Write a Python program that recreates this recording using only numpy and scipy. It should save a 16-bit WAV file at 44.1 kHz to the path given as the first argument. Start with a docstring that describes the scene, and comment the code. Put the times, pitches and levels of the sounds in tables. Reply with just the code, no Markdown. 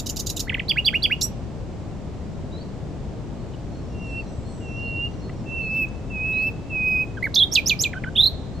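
"""In a thicket by a windy field, a little to the right, a songbird sings: rattles, sweeps, a pause, five
swelling whistles, a warble, swoops and a trill. A vibrating membrane gives its nearly pure tones; fast
pulses, filtered by the throat, give its buzzes. The ground reflects the song and twigs and trunks scatter
it. A few dry ticks sound, far birds pipe faintly, and the wind roars steadily as low, broadband noise."""
import sys
import numpy as np
from scipy import signal
from scipy.fft import rfft, irfft, next_fast_len
from scipy.io import wavfile
from scipy.ndimage import uniform_filter1d, map_coordinates

SR = 44100
rng = np.random.default_rng(int(sys.argv[2]) if len(sys.argv) > 2 else 0)


def digitize_waveform(pressure):
    """Quantize a signal to 16-bit integers and store it at the path in sys.argv[1].

    Rows of a 2-D input are taken as channels; values are limited to [-1, 1].
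    """
    field = np.atleast_2d(pressure).T
    bounded = np.clip(field, -1, 1)
    quanta = np.round(bounded * 32767).astype(np.int16)
    wavfile.write(sys.argv[1], SR, quanta)


N = 379260
TOP_HZ = 15700  # upper band limit

# Arched notes: onset t/s, duration/s, first f/Hz, last f/Hz, pitch vertex t/s, peak level/dB, peak t/s,
# start below peak/dB, end below peak/dB. Vertex and peak times count from the note's onset.
SINGLE_ARCHES = [(7.17, 0.022, 1610, 1310, .002, -31, .008, 6, 9),
                 (7.514, 0.032, 5330, 6700, -0.00038, -19, 0.014, 20, 4),
                 (7.537, 0.011, 6600, 9200, -.01, -24, .002, 3, 6.2),
                 (7.659, 0.032, 4960, 7300, -0.012, -15.5, 0.019, 8.5, 5.8),
                 (7.79, .04, 4870, 7900, -0.012, -16, .024, 11, 5.1),
                 (8.152, 0.025, 2720, 3560, .018, -18, 0.0093, 21, 3.3),
                 (8.163, .031, 2350, 3480, 0.031, -10.5, .021, 23, 3),
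                 (8.191, 0.03, 3450, 4030, -.03, -8.5, .015, 4, 8.5),
                 (8.222, .029, 3380, 4160, 0.03, -9.5, 0.015, 8.4, 6),
                 (8.252, 0.034, 3530, 4236, 0.028, -10.5, 0.012, 9.6, 11.6)]
# Two-note figures: same columns, onsets counted from the start of the figure
SEESAW_NOTES = [(0, 0.02, 1300, 2200, .06, -28, 0.017, 16, 3),
                (.026, 0.013, 3550, 1820, 0.0145, -18.5, 0.005, 5, 9)]
HOOK_NOTES = [(0, .022, 3700, 4795, 0.021, -15.5, 0.016, 13, 4.3),
              (.016, .03, 3294, 2010, 0.0074, -10, 0.018, 10.3, 12)]
SCOOP_NOTES = [(0, .013, 1424, 1970, -0.014, -26, 0.02, 7.1, 0.5),
               (.011, .035, 1885, 2790, .027, -13.5, 0.019, 7.4, 9.5)]
TOCK_NOTES = [(0, .014, 2570, 1487, .012, -25.5, 0.0016, 2, 6),
              (.021, .034, 1335, 1484, .022, -31, 0.033, 4.1, 5)]
# Repeats of each figure: t/s, gain/dB
SEESAW_REPEATS = [(.468, 0.5), (.5164, 3), (0.5682, -.4)]
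HOOK_REPEATS = [(.682, -1.4), (.846, .6), (1.022, -.5)]
SCOOP_REPEATS = [(0.759, -0.098), (.929, 0.19), (1.099, -0.39)]
TOCK_REPEATS = [(7.931, -.6), (8.037, 0.026)]
# Long whistles: t/s, duration/s, first f/Hz, last f/Hz, slide from above/Hz, waver depth/Hz,
# waver crest t/s, waver period/s, full level/dB, swell/dB
WHISTLE_NOTES = [(3.878, 0.344, 2770, 2690, 200, 25, 4.03, 0.165, -27.5, 28),
                 (4.595, 0.492, 2700, 2795, 200, 32, 4.825, .24, -24.5, 18),
                 (5.45, 0.41, 2690, 2590, 40, 30, 5.57, 0.21, -17, 15),
                 (6.094, 0.411, 2520, 2620, 200, 32, 6.29, .185, -17.5, 10.5),
                 (6.692, 0.356, 2515, 2525, 270, 14, 6.89, 0.1474, -18.5, 3.5)]
# Falling swoops: t/s, duration/s, top f/Hz, time constant/s, level/dB
SWOOP_NOTES = [(7.55, 0.049, 5800, 0.011, -6.5), (7.694, 0.045, 5120, 0.0083, -9.5),
               (7.835, 0.04, 5070, .008, -13)]
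# Upward flicks of the warble: t/s, rise/Hz
WARBLE_FLICKS = [(7.352, 3200), (7.376, 480), (7.393, 852), (7.413, 199), (7.439, 476)]
# Buzz contours: t/s (the rattle's from its own start), pulse rate/Hz, level/dB
RATTLE_CONTOUR = [(0, 954, -12), (.004, 1045, -7), (.0095, 980, -1.5), (.022, 850, -15)]
SNAP_CONTOUR = [(1.209, 1800, -25), (1.216, 1120, -25.5), (1.226, 1805, -21.5), (1.237, 1920, -21.5),
                (1.254, 1920, -25.5), (1.259, 1910, -25)]
# Spectral shapes in the song: f/Hz, gain/dB
SWOOP_GAIN = [(2340, -4.5), (2850, -9), (4200, -1), (5800, -12)]  # along a swoop's descent
OVERTONE_GAIN = [(3200, -27), (5200, -53), (8500, -45.5), (10500, -38.5), (13000, -33.5), (14500, -48),
                 (15500, -60)]  # relative to the fundamental
SECOND_HARMONIC_GAIN = [(5600, 14), (6600, -5), (10500, 14), (14500, 21)]  # added for the second harmonic
HIGH_NOTE_HISS = [(2000, -17), (5000, -4.5), (8800, -16.5), (12500, 1.5), (15500, -28)]  # hiss that rises with the high notes
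THROAT_RESPONSE = [(2300, -13), (3500, 0), (5900, -0.5), (7400, -1.5), (8200, -21), (11200, -17),
                   (15000, -24.5)]  # colours the buzzes
# Dry ticks: t/s, level/dB, f/Hz
DRY_TICKS = [(3.535, -40, 3000), (3.545, -40, 2900), (5.2945, -30, 2000), (5.886, -43, 6330)]
# Contours of a rising and a falling far call: t/s, f/Hz, level/dB
FAR_RISING = [(2.515, 3610, -51), (2.53, 3900, -48.5), (2.56, 3930, -48), (2.635, 4680, -52)]
FAR_FALLING = [(5.695, 5300, -57), (5.79, 3500, -62)]
# Repeats of the rising call: delay/s
FAR_RISING_DELAYS = [0, 3.805]
# Far pipes of constant pitch: t/s, level/dB, f/Hz
FAR_PIPES = [(.42, -55, 4300), (3.36, -61, 4300), (3.71, -59, 4280), (4.03, -65, 6950), (4.05, -60, 4265),
             (4.15, -58, 4480), (4.23, -59, 4150), (4.43, -56, 4280), (4.82, -54, 4265), (5.2, -51.5, 4265),
             (5.6, -51, 4265), (8.52, -55, 4265)]
# Far twitter, smeared by distance: t/s, first f/Hz, level/dB
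FAR_TWITTER = [(4.04, 8200, -60), (4.27, 8100, -58), (4.46, 8100, -53), (4.65, 5900, -54)]
# Wind spectrum: f/Hz, relative spectral density/dB
WIND_SPECTRUM = [(12, -40), (30, -7.5), (55, -1), (140, -2.5), (650, -19), (1530, -34.5), (7640, -45.5),
                 (9800, -60.5), (13500, -66.5), (15500, -89.5)]
# Likeness of the wind on the two sides: f/Hz, correlation/1
WIND_COHERENCE = [(30, 1), (150, 0.6), (700, 0.79), (15000, 0)]
# Stereo balance: f/Hz, left minus right level/dB
BIRD_BALANCE = [(3000, -4), (6000, -5.5), (12000, 0.5)]
WIND_BALANCE = [(60, 4.3), (950, -1), (15000, 0.5)]


def membrane_tones():
    """A vibrating membrane gives a wavering sine; overtones grow with effort, rasp and hiss with pitch."""
    tone, hiss_envelope = np.zeros(N), np.zeros(N)
    for note, shift, gain_db in tonal_notes():
        hz, db, fade = contour(note)
        size = len(hz)
        db = db + gain_db + .75 * wobble(75, size)
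        phase = phase_of(hz * (1 + .003 * wobble(90, size)))
        strain = np.clip(hz / 3000 - 1, 0, 1)
        wave = (1 + (.03 + .29 * strain) * wobble(711, size)) * np.sin(phase)
        for k in range(2, 7):
            flutter = 1 + .65 * wobble(hz.mean() / 8, size)
            effort_db = .12 * k ** 2 * np.minimum(db + 17.5, 0)
            colour_db = along(SECOND_HARMONIC_GAIN, k * hz) * (k == 2) - 16 * (k == 4)
            gain = amp(along(OVERTONE_GAIN, k * hz) + effort_db + colour_db) * (k * hz < TOP_HZ)
            wave += gain * flutter * np.sin(k * phase)
        onset, envelope = note[0][0] + shift, amp(db) * fade
        add(tone, onset, envelope * wave)
        add(hiss_envelope, onset, envelope * strain ** 1.5)
    hiss = unit_rms(filtered(rng.standard_normal(N), lambda hz: amp(along(HIGH_NOTE_HISS, hz))))
    return tone + amp(-19.5) * hiss_envelope * hiss


def tonal_notes():
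    """Song is built of repeated figures and single notes: (contour points, shift/s, gain/dB) for each."""
    # the three hooks differ a little in length; the gain column also sets the length
    notes = [(arch(*row) * [1 + .08 * db, 1, 1], s, db) for row in HOOK_NOTES for s, db in HOOK_REPEATS]
    for figure, repeats in [(SEESAW_NOTES, SEESAW_REPEATS), (SCOOP_NOTES, SCOOP_REPEATS),
                            (TOCK_NOTES, TOCK_REPEATS)]:
        notes += [(arch(*row), s, db) for row in figure for s, db in repeats]
    for shape, rows in [(arch, SINGLE_ARCHES), (whistle, WHISTLE_NOTES), (swoop, SWOOP_NOTES)]:
        notes += [(shape(*row), 0, 0) for row in rows]
    return notes + [(cluck(), 0, 0), (warble(), 0, 0)]


def arch(onset, length, first_hz, last_hz, vertex_s, peak_db, peak_s, enter_db, leave_db):
    """A parabolic frequency sweep whose level rises to a peak and falls away."""
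    t = np.linspace(0, length, 40)
    below_db = np.interp(t, [0, np.clip(peak_s, 0, length), length + 1e-6], [enter_db, 0, leave_db])
    return np.transpose([onset + t, parabola(t, first_hz, last_hz, vertex_s), peak_db - below_db])


def whistle(onset, length, first_hz, last_hz, slide_hz, waver_hz, crest_s, period_s, full_db, swell_db):
    """Slow frequency and amplitude modulation of a tone that slides in from above, swells and sags off."""
    t = np.linspace(.001, length, 200)
    waver = np.cos(2 * np.pi * (onset + t - crest_s) / period_s)
    glide_hz = first_hz + (last_hz - first_hz) * t / length + slide_hz * np.exp(-t / .031)
    sag_hz = 400 * np.exp((t - length) / .005)
    attack_db = 20 * np.log10(1 - np.exp(-t / .05))
    release_db = 26 * np.exp((t - length) / .009)
    db = full_db - swell_db * (1 - t / length) + attack_db - release_db + 1.3 * waver
    return np.transpose([onset + t, glide_hz - sag_hz + waver_hz * waver, db])


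def swoop(onset, length, top_hz, fall_s, db, landing_hz=2310, release_db=11):
    """Frequency falls exponentially towards a low landing pitch."""
    t = np.linspace(0, length, 60)
    hz = landing_hz + (top_hz - landing_hz) * np.exp(-t / fall_s)
    return np.transpose([onset + t, hz, db + along(SWOOP_GAIN, hz) - release_db * (t / length) ** 8])


def cluck(onset=7.224, length=.0522, throb_s=.0128, depth_db=14):
    """Amplitude modulation makes a low arch throb three times before a weak tail."""
    t = np.linspace(0, length, 80)
    throb_db = -16.5 - depth_db * np.cos(np.pi * t / throb_s) ** 2
    db = np.where(t < 3 * throb_s, throb_db, -26)
    return np.transpose([onset + t, parabola(t, first_hz=1870, last_hz=1410, vertex_s=.021), db])


def warble(onset=7.341, length=.1047, held_hz=3232, flick_s=.0047, loss_db_per_khz=2.5):
    """Frequency modulation by Gaussian pulses: a held tone flicks upward, weaker the higher it reaches."""
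    t = np.linspace(0, length, 150)
    rise_hz = sum(hz * np.exp(-.5 * ((onset + t - s) / flick_s) ** 2) for s, hz in WARBLE_FLICKS)
    attack_db = -11 * np.exp(-t / .0053)
    db = -11.5 - loss_db_per_khz * rise_hz / 1000 + attack_db
    return np.transpose([onset + t, held_hz + rise_hz, db])


def buzz(points, roughness):
    """Source and filter: fast pulses form a series of unsteady harmonics, weighted by the throat."""
    hz, db, fade = contour(points)
    k = np.arange(3, 19)[:, None]
    flutter = 1 + roughness * k * np.array([wobble(510, len(hz)) for _ in k])
    gain = amp(along(THROAT_RESPONSE, k * hz)) * (k * hz < TOP_HZ)
    harmonics = gain * flutter * np.sin(k * phase_of(hz) + 2 * np.pi * rng.random(k.shape))
    return amp(db) * fade * harmonics.sum(axis=0)


def rattles_and_snap(first_s=-.042, period_s=.10116, first_db=-37.5, step_db=1.05):
    """Bursts of pulses: five pairs of rattles grow louder, and a snap ends the first phrase."""
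    out = np.zeros(N)
    for pair in range(5):
        s, db = first_s + pair * period_s, first_db + pair * step_db
        add(out, s, amp(db) * buzz(RATTLE_CONTOUR, roughness=.4))
        add(out, s + .03, amp(db + 2.5) * buzz(RATTLE_CONTOUR, roughness=.4))
    add(out, SNAP_CONTOUR[0][0], buzz(SNAP_CONTOUR, roughness=.16))
    return out


def thicket(song, ground_delay_s=.004):
    """Multipath: the ground echo beats against glides, twigs return treble, far trees a dull tail."""
    ground = np.pad(song, (round(ground_delay_s * SR), 0))[:N]
    twigs = filtered(scatter(song, t60=.13, rise_s=.009), lambda hz: (hz / 4000) ** .8)
    trees = filtered(scatter(song, t60=.7, rise_s=.03), lambda hz: 1 / (1 + (hz / 5500) ** 4))
    return song + amp(-14) * ground + amp(-12) * twigs + amp(-24) * trees


def scatter(x, t60, rise_s):
    """Diffuse scattering: many echoes merge into an exponentially decaying noise tail on each side."""
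    t = np.arange(int(t60 * SR)) / SR
    tail = rng.standard_normal((2, len(t))) * amp(-60 * t / t60) * np.clip(t / rise_s, 0, 1)
    return signal.fftconvolve(x[None], tail / np.linalg.norm(tail[0]), axes=1)[:, :N]


def ticks(t60=.027, attack_s=.0016):
    """Damped oscillations, spread into a wide band by random amplitude modulation."""
    out, t = np.zeros(N), np.arange(SR // 20) / SR
    for s, db, hz in DRY_TICKS:
        ring = np.sin(2 * np.pi * hz * t) * (1 + .7 * wobble(hz, len(t)))
        add(out, s, amp(db - 60 * t / t60) * (1 - np.exp(-t / attack_s)) * ring)
    return out


def far_birds(pipe_s=.1, chip_s=.022, twitter_s=.25):
    """Distance leaves faint tones; random amplitude modulation blurs the calls, flock and twitter."""
    out = np.zeros(N)
    for call, shift in [(FAR_RISING, s) for s in FAR_RISING_DELAYS] + [(FAR_FALLING, 0)]:
        hz, db, fade = contour(call)
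        blur = amp(2.5 * wobble(120, len(hz))) * (1 + .3 * wobble(400, len(hz)))
        add(out, call[0][0] + shift, amp(db) * blur * fade * np.sin(phase_of(hz)))
    t = np.arange(int(pipe_s * SR)) / SR
    swell = np.sin(np.pi * t / pipe_s)
    for s, db, hz in FAR_PIPES:
        add(out, s, amp(db) * swell * np.sin(2 * np.pi * hz * t))
    chip = np.sin(np.pi * np.clip(t / chip_s, 0, 1)) * np.sin(phase_of(4900 - 55000 * t))
    for s in 4.787 + .085 * np.arange(5):  # a run of quick falling chips
        add(out, s, amp(-55) * chip)
    for when, pitch, slope in rng.random((40, 3)):  # scattered notes of a flock
        hz = 5400 + 700 * pitch + 4000 * (slope - .5) * t
        blur = 1 + wobble(150, len(t))
        add(out, 3.5 + 2.2 * when, amp(-68) * swell * blur * np.sin(phase_of(hz)))
    progress = np.arange(int(twitter_s * SR)) / SR / twitter_s
    for s, hz, db in FAR_TWITTER:
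        glide = np.sin(phase_of(hz * (1 - .09 * progress)))
        envelope = amp(db - 9 * progress) * np.sqrt(np.sin(np.pi * progress))
        add(out, s, envelope * wobble(700, len(progress)) * glide)
    return out


def wind(rms_db=-31.5):
    """Partial coherence: a steady roar is the sum and difference of two independent noises."""
    def mid_side_gains(hz):
        angle = np.arccos(np.clip(along(WIND_COHERENCE, hz), -1, 1)) / 2
        return amp(along(WIND_SPECTRUM, hz)) * [np.cos(angle), np.sin(angle)]
    mid, side = filtered(rng.standard_normal((2, N)), mid_side_gains)
    roar = panned(np.array([mid + side, mid - side]), WIND_BALANCE)
    return amp(rms_db) * unit_rms(roar)


def contour(points):
    """Smoothed pitch, level and end fades at each sample, from points of t/s, f/Hz, level/dB."""
    s, hz, db = np.transpose(points)
    length = s[-1] - s[0]
    t = s[0] + np.arange(int(length * SR)) / SR
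    hz, db = (uniform_filter1d(np.interp(t, s, v), size=80, mode="nearest") for v in (hz, db))
    fade_s = .0015 + .02 * length
    return hz, db, np.clip(np.minimum(t - s[0], s[-1] - t) / fade_s, 0, 1)


def parabola(t, first_hz, last_hz, vertex_s):
    """Frequency varies with the square of the time from the vertex."""
    bend = (t - vertex_s) ** 2 - vertex_s ** 2
    return first_hz + (last_hz - first_hz) * bend / bend[-1]


def phase_of(hz):
    """Phase is the time integral of angular frequency."""
    return 2 * np.pi * np.cumsum(hz) / SR


def amp(db):
    """Amplitude ratio of a level in dB."""
    return 10 ** (np.asarray(db) / 20)


def unit_rms(x):
    """Normalisation to unit power."""
    return x / np.sqrt(np.mean(x ** 2) + 1e-20)


def along(points, hz):
    """Interpolation of (f/Hz, value) points on a logarithmic frequency axis."""
    f, values = np.transpose(points)
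    return np.interp(np.log(hz + 1), np.log(f + 1), values)


def wobble(rate, size):
    """Low-pass noise: a spline through `rate` random knots a second."""
    knots = rng.standard_normal(int(size * rate / SR) + 4)
    return map_coordinates(knots, [np.arange(size) * rate / SR])


def filtered(x, response):
    """Linear filtering multiplies the spectrum by a frequency response."""
    size = next_fast_len(N + 8192)
    return irfft(rfft(x, size) * response(np.fft.rfftfreq(size, 1 / SR)), size)[..., :N]


def panned(x, balance):
    """A level difference between left and right gives direction."""
    return filtered(x, lambda hz: amp(np.outer([.5, -.5], along(balance, hz))))


def add(out, s, sound):
    """Superposes sound on out from time s."""
    start = round(s * SR)
    sound = sound[max(-start, 0):N - start]
    out[max(start, 0):][:len(sound)] += sound


def scene():
    """Superposition of the singer in its thicket, far birds with their scatter, ticks and wind."""
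    song, far = membrane_tones() + rattles_and_snap(), far_birds()
    singer = panned(thicket(song), BIRD_BALANCE)
    distant = far + amp(-4) * scatter(far, t60=.5, rise_s=.011)
    return singer + distant + ticks() + wind()


def record(dry, dc_offset=.0023):
    """The recorder is a low-pass system with a small constant offset."""
    return dc_offset + filtered(dry, lambda hz: np.clip((TOP_HZ - hz) / 600, 0, 1))


dry = scene()
out = record(dry)
digitize_waveform(out)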